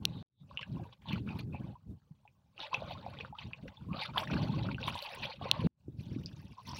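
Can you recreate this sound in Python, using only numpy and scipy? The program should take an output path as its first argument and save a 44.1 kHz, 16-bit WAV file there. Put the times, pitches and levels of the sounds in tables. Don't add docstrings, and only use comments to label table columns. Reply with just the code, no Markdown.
import sys
import numpy as np
from scipy import signal
from scipy.fft import rfft, irfft
from scipy.io import wavfile
from scipy.ndimage import uniform_filter1d

SR = 44100
rng = np.random.default_rng(int(sys.argv[2]) if len(sys.argv) > 2 else 0)


def dump_mix(stems):
    frames = np.atleast_2d(stems).T
    limited = np.clip(frames, -1, 1)
    pcm = np.round(limited * 32767).astype(np.int16)
    wavfile.write(sys.argv[1], SR, pcm)


N = 299581
TIME = np.arange(N) / SR
STEPS = TIME[::32]
BAND_EDGE_HZ = 15900

# [t/s, length/s, gurgle level/dB, splash level/dB, foam level/dB]
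WAVES = [(0.029, .2, -61.5, -67, -84.5), (0.5, .42, -65, -70, -83.5), (0.761, .09, -57, -74, -87),
         (1.089, .075, -49, -48.5, -75.5), (1.28, .11, -54, -62, -74.5), (1.535, .19, -58.5, -69, -87),
         (2.605, .065, -49, -48.5, -66), (2.725, .22, -50, -54.5, -74), (2.96, .31, -55, -60, -79),
         (3.394, .045, -58, -55, -77), (3.47, .4, -64, -70, -86), (3.945, .15, -48, -54.5, -81.5),
         (3.998, .055, -55, -42, -59), (4.167, .07, -42, -46, -60), (4.305, .15, -44.5, -48, -65),
         (4.48, .24, -48, -53, -72.5), (4.81, .4, -49.5, -49, -63), (5.24, .08, -46.5, -45, -67),
         (5.43, .225, -46, -51, -70.5), (5.998, .62, -69, -67, -73.5), (6.678, .11, -56, -50.5, -52)]
WAVE_RISE_S, WAVE_SAG_DB, WAVE_DRAIN_S = 0.016, -2.5, 0.022
# [t/s, level before the shares below/dB]
SLAPS = [(0.612, -52), (0.926, -58), (1.02, -61), (1.129, -47), (1.391, -45), (2.741, -42.5), (2.909, -46),
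         (3.203, -46), (3.386, -48), (3.679, -56), (4.177, -36.5), (4.878, -44.5)]
SLAP_RISE_S, SLAP_HOLD_S, SLAP_FADE_S = 0.002, 0.004, 0.01
LAYERS = ("gurgle", "splash", "foam")
SLAP_SHARE_DB = (-6, 1, -16.5)
CALM_DB = (-83, -90, -104)
LUMP_DB, LUMP_HZ = 3.1, 50

# [f/Hz, level/dB]
GURGLE_SPECTRUM = [(200, -9), (380, -7.5), (550, 6.5), (1040, 8), (1200, 0), (1600, -3.5), (2700, -59)]
SPLASH_SPECTRUM = [(900, -31), (1500, -12), (2050, -6.5), (2600, 1), (4000, -3.5), (4700, -7.5),
                   (5700, -52.5)]
FOAM_SPECTRUM = [(3000, -23.5), (4700, 7.5), (5700, 7.5), (6600, -8), (7500, -21.5), (11400, -12.5),
                 (13300, -27.5), (15000, -15.5)]

# [t/s, level before the ring envelope/dB, starting f/Hz, ring length/cycles]
PLOPS = [(0.511, -39, 1037, 9.1), (0.5928, -34.5, 1020, 7.3), (0.63, -37.5, 1590, 16),
         (0.7958, -37.5, 734, 12), (0.853, -42.5, 875, 14), (1.056, -41, 860, 17),
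         (1.5458, -29.5, 800, 6.7), (1.754, -44, 934, 15), (2.252, -46.5, 800, 14.3), (2.73, -23, 994, 12),
         (2.7425, -10, 860, 1.4), (2.7445, -17, 2550, 19.5), (2.8203, -24, 597, 7.5), (2.91, -26, 753, 8.2),
         (3.0634, -24.5, 753, 7.1), (3.2483, -27, 1330, 5.2), (3.3255, -36, 794, 24),
         (3.351, -41.5, 1164, 26), (3.654, -36.5, 478, 7.3), (3.7704, -45.5, 3400, 36),
         (3.9648, -33, 675, 5.8), (4.1583, -27, 985, 16), (4.1738, -6, 1040, 2.15),
         (4.6877, -27, 1350, 10.3), (4.782, -32, 1440, 15), (4.8807, -14.5, 1014, 4.5),
         (4.9537, -26, 924, 7.8), (5.413, -26.5, 720, 5.4), (5.454, -25, 510, 5.4),
         (5.642, -26.5, 425.5, 8.2), (6.733, -27.5, 940, 4.9)]
PLOP_CLIMB_PER_S = 10
PLOP_SWELL = 0.021
# [t/s, peak level before echoes/dB, f/Hz]
DRIPS = [(0.5734, -24.5, 2830), (0.5922, -33.5, 2920), (0.6178, -43, 2160), (0.6294, -32, 2720),
         (1.086, -36, 3630), (1.1308, -32, 2400), (1.2897, -37, 2580), (2.277, -50.5, 2480),
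         (2.579, -39.5, 2730), (2.603, -32.5, 3700), (3.188, -36.5, 3300), (3.2086, -31, 2540),
         (3.3872, -33, 3090), (3.5333, -30.5, 2570), (3.9313, -38, 2500), (4.0358, -32.5, 4440),
         (4.1797, -18.5, 3320), (4.2736, -35, 1870), (4.7142, -35.5, 2370), (4.7458, -34, 2730),
         (4.829, -31, 2630), (4.84, -30, 3680), (4.8758, -29, 3350), (4.99, -32.5, 3930),
         (5.0038, -37, 3020), (5.025, -31.5, 4230), (5.2544, -31.5, 3270), (6.26, -30.5, 4900)]
DRIP_CYCLES, DRIP_ONSET_CYCLES = 7.5, 1.4

# [t/s, starting level/dB, decay time constant/s]
SPRAY = [(1.388, -57.5, 0.0057), (4.175, -53, 0.032), (4.877, -53, 0.009), (4.951, -62.5, 0.05),
         (5.02, -55.5, 0.017), (5.147, -51, 0.0049), (6.671, -64, 0.02)]
# [f/Hz, level/dB]
SPRAY_SPECTRUM = [(3000, -2.5), (9800, -3), (11600, -1), (13000, -3.5), (14800, -1.5)]
# [t/s, length/s, rms level/dB, first f/Hz, last f/Hz]
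HOLLOWS = [(0.026, 0.42, -67, 3820, 3640), (1.259, 0.09, -58.5, 2420, 2500),
           (1.52, 0.071, -57.5, 2540, 2450), (3.881, .11, -53, 1000, 1350), (6.567, 0.053, -53, 1014, 1026),
           (6.668, 0.065, -53.5, 950, 1050)]
HOLLOW_Q = 8
# [t/s, level before the ring envelope/dB, f/Hz]
THUMPS = [(0.714, -22, 117), (1.131, -13.5, 177), (2.108, -30.5, 151), (3.9125, -16, 176),
          (5.5931, -16.5, 168), (5.881, -24.5, 306), (5.984, -21.5, 125), (6.161, -17, 264)]
THUMP_CYCLES = 3.16

# [t/s, peak level/dB, treble boost level/dB]
TICKS = [(0.0535, -9, 1), (5.5140, -6, -5)]
# [f/Hz, level/dB]
TICK_SPECTRUM = [(2150, -23), (2700, -1), (4200, 1), (5000, -14), (5700, -6), (7600, -28), (11000, -16.5),
                 (13000, -41), (14800, -19)]
# [t/s, length/s, level/dB]
GUSTS = [(0.032, 0.31, -42.5), (0.418, 0.5, -55.5), (0.733, .1, -38.5), (1.112, .6, -39), (1.9, 0.045, -44),
         (2.79, .54, -48.5), (3.471, 0.029, -42.5), (3.643, 0.041, -43.5), (3.854, 0.13, -41),
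         (4.107, 0.14, -46), (4.328, .42, -32.5), (4.819, 0.13, -41.5), (5.216, 0.052, -46),
         (5.423, 0.19, -45), (5.665, 0.014, -25.5), (5.896, .62, -46.5), (6.117, 0.13, -41),
         (6.696, 0.091, -45)]
GUST_RISE_S, GUST_SAG_DB, GUST_FALL_S = 0.034, -4.5, 0.022
STILL_AIR_DB = -70.5
# [f/Hz, level/dB]
SOFT_BREEZE_SPECTRUM = [(20, -40), (65, -6), (120, -0.5), (200, -6.5), (300, -23), (2000, -62)]
HARD_BREEZE_SPECTRUM = [(20, -40.5), (65, -3), (120, 7), (200, 2.5), (330, -7), (700, -34.5), (2000, -62)]
# [f/Hz, level/dB]
HISS_SPECTRUM = [(900, 12), (2000, 3), (5500, 5), (13500, -7.5), (15000, 3)]
# [t of the drop/s, t of full return/s, level change at the drop/dB]
DROPOUTS = [(0.227, 0.408, -58), (5.671, 5.799, -41)]


def gurgle():
    level_db = water_db("gurgle")
    bubbles = swarm(level_db, low_hz=333, high_hz=1974, per_s=400, cycles=13, spread_db=7.5, clump=1)
    return churn(bubbles, GURGLE_SPECTRUM, wash_db=-5, span_s=0.06) * gain_of(level_db)


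def splash():
    level_db = water_db("splash")
    bubbles = swarm(level_db, low_hz=1334, high_hz=5104, per_s=1700, cycles=17, spread_db=7, clump=1)
    return churn(bubbles, SPLASH_SPECTRUM, wash_db=-3, span_s=0.06) * gain_of(level_db)


def foam():
    level_db = water_db("foam")
    bubbles = swarm(level_db, low_hz=4280, high_hz=15300, per_s=900, cycles=22, spread_db=9, clump=0.47)
    return churn(bubbles, FOAM_SPECTRUM, wash_db=-14.5, span_s=0.081) * gain_of(level_db)


def plops():
    out = np.zeros(N)
    for start, db, hz, cycles in PLOPS:
        glide = PLOP_CLIMB_PER_S * cycles / hz / 2
        ring = bubble(hz, cycles, glide, onset_cycles=0.5 + PLOP_SWELL * cycles)
        add(out, start, gain_of(db) * ring)
    return among_rocks(out, echo_db=-7)


def drips():
    out = np.zeros(N)
    for start, db, hz in DRIPS:
        ping = bubble(hz, DRIP_CYCLES, glide=0, onset_cycles=DRIP_ONSET_CYCLES)
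        add(out, start, gain_of(db) * ping / ping.max())
    return among_rocks(out, echo_db=-8)


def spray():
    showers = np.zeros(N)
    for start, db, fade_s in SPRAY:
        add(showers, start, gain_of(db) * np.exp(-TIME[:SR] / fade_s))
    pings = swarm(water_db("foam"), low_hz=7000, high_hz=BAND_EDGE_HZ, per_s=900, cycles=20,
                  spread_db=6, clump=1)
    return churn(pings, SPRAY_SPECTRUM, wash_db=-6, span_s=0.04) * showers


def hollows():
    out = np.zeros(N)
    for start, length, db, start_hz, end_hz in HOLLOWS:
        run = np.linspace(0, 1, int(length * SR))
        glide_hz = start_hz + (end_hz - start_hz) * run
        carrier = np.exp(2j * np.pi * np.cumsum(glide_hz) / SR)
        pole = np.exp(-np.pi * start_hz / HOLLOW_Q / SR)
        noise = rng.standard_normal(SR)[:len(run)]
        smoothed = signal.lfilter([1], [1, -2 * pole, pole * pole], noise / carrier)
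        ring = (carrier * smoothed).real
        add(out, start, gain_of(db) * unit_rms(ring * np.sin(np.pi * run)))
    return out


def thumps():
    out = np.zeros(N)
    for start, db, hz in THUMPS:
        add(out, start, gain_of(db) * bubble(hz, THUMP_CYCLES, glide=0, onset_cycles=0.6))
    return out


def ticks():
    out = np.zeros(N)
    for start, db, treble_db in TICKS:
        spectrum = [(hz, level + treble_db * (hz > 4600)) for hz, level in TICK_SPECTRUM]
        ring = response(spectrum)
        add(out, start, gain_of(db) * ring / abs(ring).max())
    return out


def breeze(soft_db=-56, hard_db=-37, lumpy_db=4.0):
    level_db = air_db()
    force = np.clip((level_db - soft_db) / (hard_db - soft_db), 0, 1)
    soft = coloured(rng.standard_normal(N), SOFT_BREEZE_SPECTRUM)
    hard = coloured(rng.standard_normal(N), HARD_BREEZE_SPECTRUM)
    blend = np.sqrt(1 - force) * soft + np.sqrt(force) * hard
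    eddies = blend * gain_of(lumpy_db * wander(rate_hz=23))
    return steadied(eddies, span_s=0.11) * gain_of(level_db)


def hiss(calm_db=-99, wet_db=-81):
    wetness = unit_rms(gain_of(0.25 * water_db("splash")))
    level = gain_of(calm_db) + gain_of(wet_db) * wetness
    return coloured(wash(patchy_db=4), HISS_SPECTRUM) * level


def water_db(layer):
    k = LAYERS.index(layer)
    power = gain_of(CALM_DB[k]) ** 2
    for start, length, *levels_db in WAVES:
        power = power + surge(start, length, levels_db[k], WAVE_RISE_S, WAVE_SAG_DB, WAVE_DRAIN_S)
    for start, db in SLAPS:
        power = power + surge(start, SLAP_HOLD_S, db + SLAP_SHARE_DB[k], SLAP_RISE_S, 0, SLAP_FADE_S)
    return decibels(power)


def air_db():
    gusts = sum(surge(*gust, GUST_RISE_S, GUST_SAG_DB, GUST_FALL_S) for gust in GUSTS)
    return decibels(gusts + gain_of(STILL_AIR_DB) ** 2)


def surge(start, length, db, rise_s, sag_db, fall_s):
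    age = STEPS - start
    before = np.maximum(-age, 0)
    run = np.clip(age / length, 0, 1)
    after = np.maximum(age - length, 0)
    amplitude = gain_of(db + sag_db * run) * np.exp(-before / rise_s - after / fall_s)
    return amplitude ** 2


def bubble(hz, cycles, glide, onset_cycles):
    turns = np.arange(int(2 * cycles / hz * SR) + 2) * hz / SR
    age = turns / cycles
    envelope = (1 - np.exp(-turns / onset_cycles)) ** 2 * np.exp(-3 * age)
    return envelope * np.sin(2 * np.pi * turns * (1 + glide * age))


def swarm(level_db, low_hz, high_hz, per_s, cycles, spread_db, clump, crowd=0.3, count=72):
    slots = TIME[::128]
    cloud_shape = np.outer(np.hanning(31), np.hanning(11))
    clouds = signal.oaconvolve(rng.standard_normal((count, len(slots))), cloud_shape, "same")
    birth_rate = np.exp(clump * unit_rms(clouds)) * gain_of(crowd * level_db[::128])
    births = np.cumsum(birth_rate, axis=1)
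    births_per_pitch = int(per_s * N / SR / count) + 1
    out = np.zeros(N)
    for hz, born in zip(np.geomspace(low_hz, high_hz, count), births):
        ring_cycles = cycles * 2 ** rng.uniform(-0.7, 0.7)
        ring = bubble(hz, ring_cycles, rng.uniform(0, 0.2), onset_cycles=1)
        ring = ring * np.sqrt(hz) / np.linalg.norm(ring)
        when, size = rng.random((len(slots), 2))[:births_per_pitch].T
        size_db = spread_db * np.minimum(-np.log(1 - size), 3.5)
        birth_s = np.interp(when, born / born[-1], slots)
        kicks = np.zeros(N)
        kicks[(birth_s * SR).astype(int)] = gain_of(size_db)
        out += signal.oaconvolve(kicks, ring)[:N]
    return out


def churn(bubbles, spectrum, wash_db, span_s):
    near = steadied(coloured(among_rocks(bubbles), spectrum), span_s)
    dense = coloured(among_rocks(wash()), spectrum)
    return unit_rms(near + gain_of(wash_db) * dense)


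def wash(patchy_db=6.0):
    z = signal.stft(rng.standard_normal(N), nperseg=256, noverlap=192)[2]
    patch_shape = np.outer(np.hanning(7), np.hanning(15))
    patches = signal.oaconvolve(rng.standard_normal(z.shape), patch_shape, "same")
    flickering = z * gain_of(patchy_db * unit_rms(patches))
    return unit_rms(signal.istft(flickering, nperseg=256, noverlap=192)[1][:N])


def among_rocks(x, echo_db=-5, t60=0.08):
    t = TIME[:SR // 5]
    sparse = rng.random(len(t)) < 1 / 10
    taps = rng.standard_normal(len(t)) * sparse * (t > 0.0015)
    tail = taps * gain_of(-60 * t / t60)
    return x + gain_of(echo_db) * signal.oaconvolve(x, tail / np.linalg.norm(tail))[:N]


def response(spectrum, size=4096):
    hz, db = np.transpose(spectrum)
    bin_hz = abs(np.fft.fftfreq(size, 1 / SR)) + 1
    log_gain = np.log(gain_of(np.interp(np.log(bin_hz), np.log(hz), db)))
    return np.fft.ifft(np.exp(np.conj(signal.hilbert(log_gain)))).real[:size // 2]


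def coloured(x, spectrum):
    return unit_rms(signal.oaconvolve(x, response(spectrum))[:N])


def steadied(x, span_s):
    window = np.hanning(int(span_s * SR) + 3)
    power = signal.oaconvolve(x ** 2, window / window.sum(), "same")
    return unit_rms(x / np.sqrt(abs(power) + np.mean(x ** 2) / 100))


def wander(rate_hz):
    hz = np.fft.rfftfreq(N, 1 / SR)
    return unit_rms(irfft(rfft(rng.standard_normal(N)) * np.exp(-(hz / rate_hz) ** 2), N))


def gain_of(db):
    return 10 ** (np.asarray(db) / 20)


def decibels(power):
    return np.interp(TIME, STEPS, 10 * np.log10(power))


def unit_rms(x):
    return x / np.sqrt(np.mean(x ** 2) + 1e-20)


def add(mix, start, sound):
    part = mix[max(round(start * SR), 0):][:len(sound)]
    part += sound[:len(part)]


def scene():
    lumps = unit_rms(gain_of(LUMP_DB * wander(LUMP_HZ)))
    water = gurgle() + lumps * (splash() + foam()) + plops() + drips()
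    stones = hollows() + thumps() + spray()
    shore = water + stones + ticks() + breeze() + hiss()
    return np.array([shore, shore])


def record(dry):
    level_db = np.zeros(N)
    for start, end, depth_db in DROPOUTS:
        back = np.clip((TIME - start) / (end - start), 0, 1)
        level_db += depth_db * (TIME >= start) * (1 - back ** 2)
    gain = uniform_filter1d(gain_of(level_db), size=12)
    low_pass = signal.firwin(255, BAND_EDGE_HZ, window=("kaiser", 8), fs=SR)
    return signal.oaconvolve(dry * gain, low_pass[None], "same")


dry = scene()
out = record(dry)
dump_mix(out)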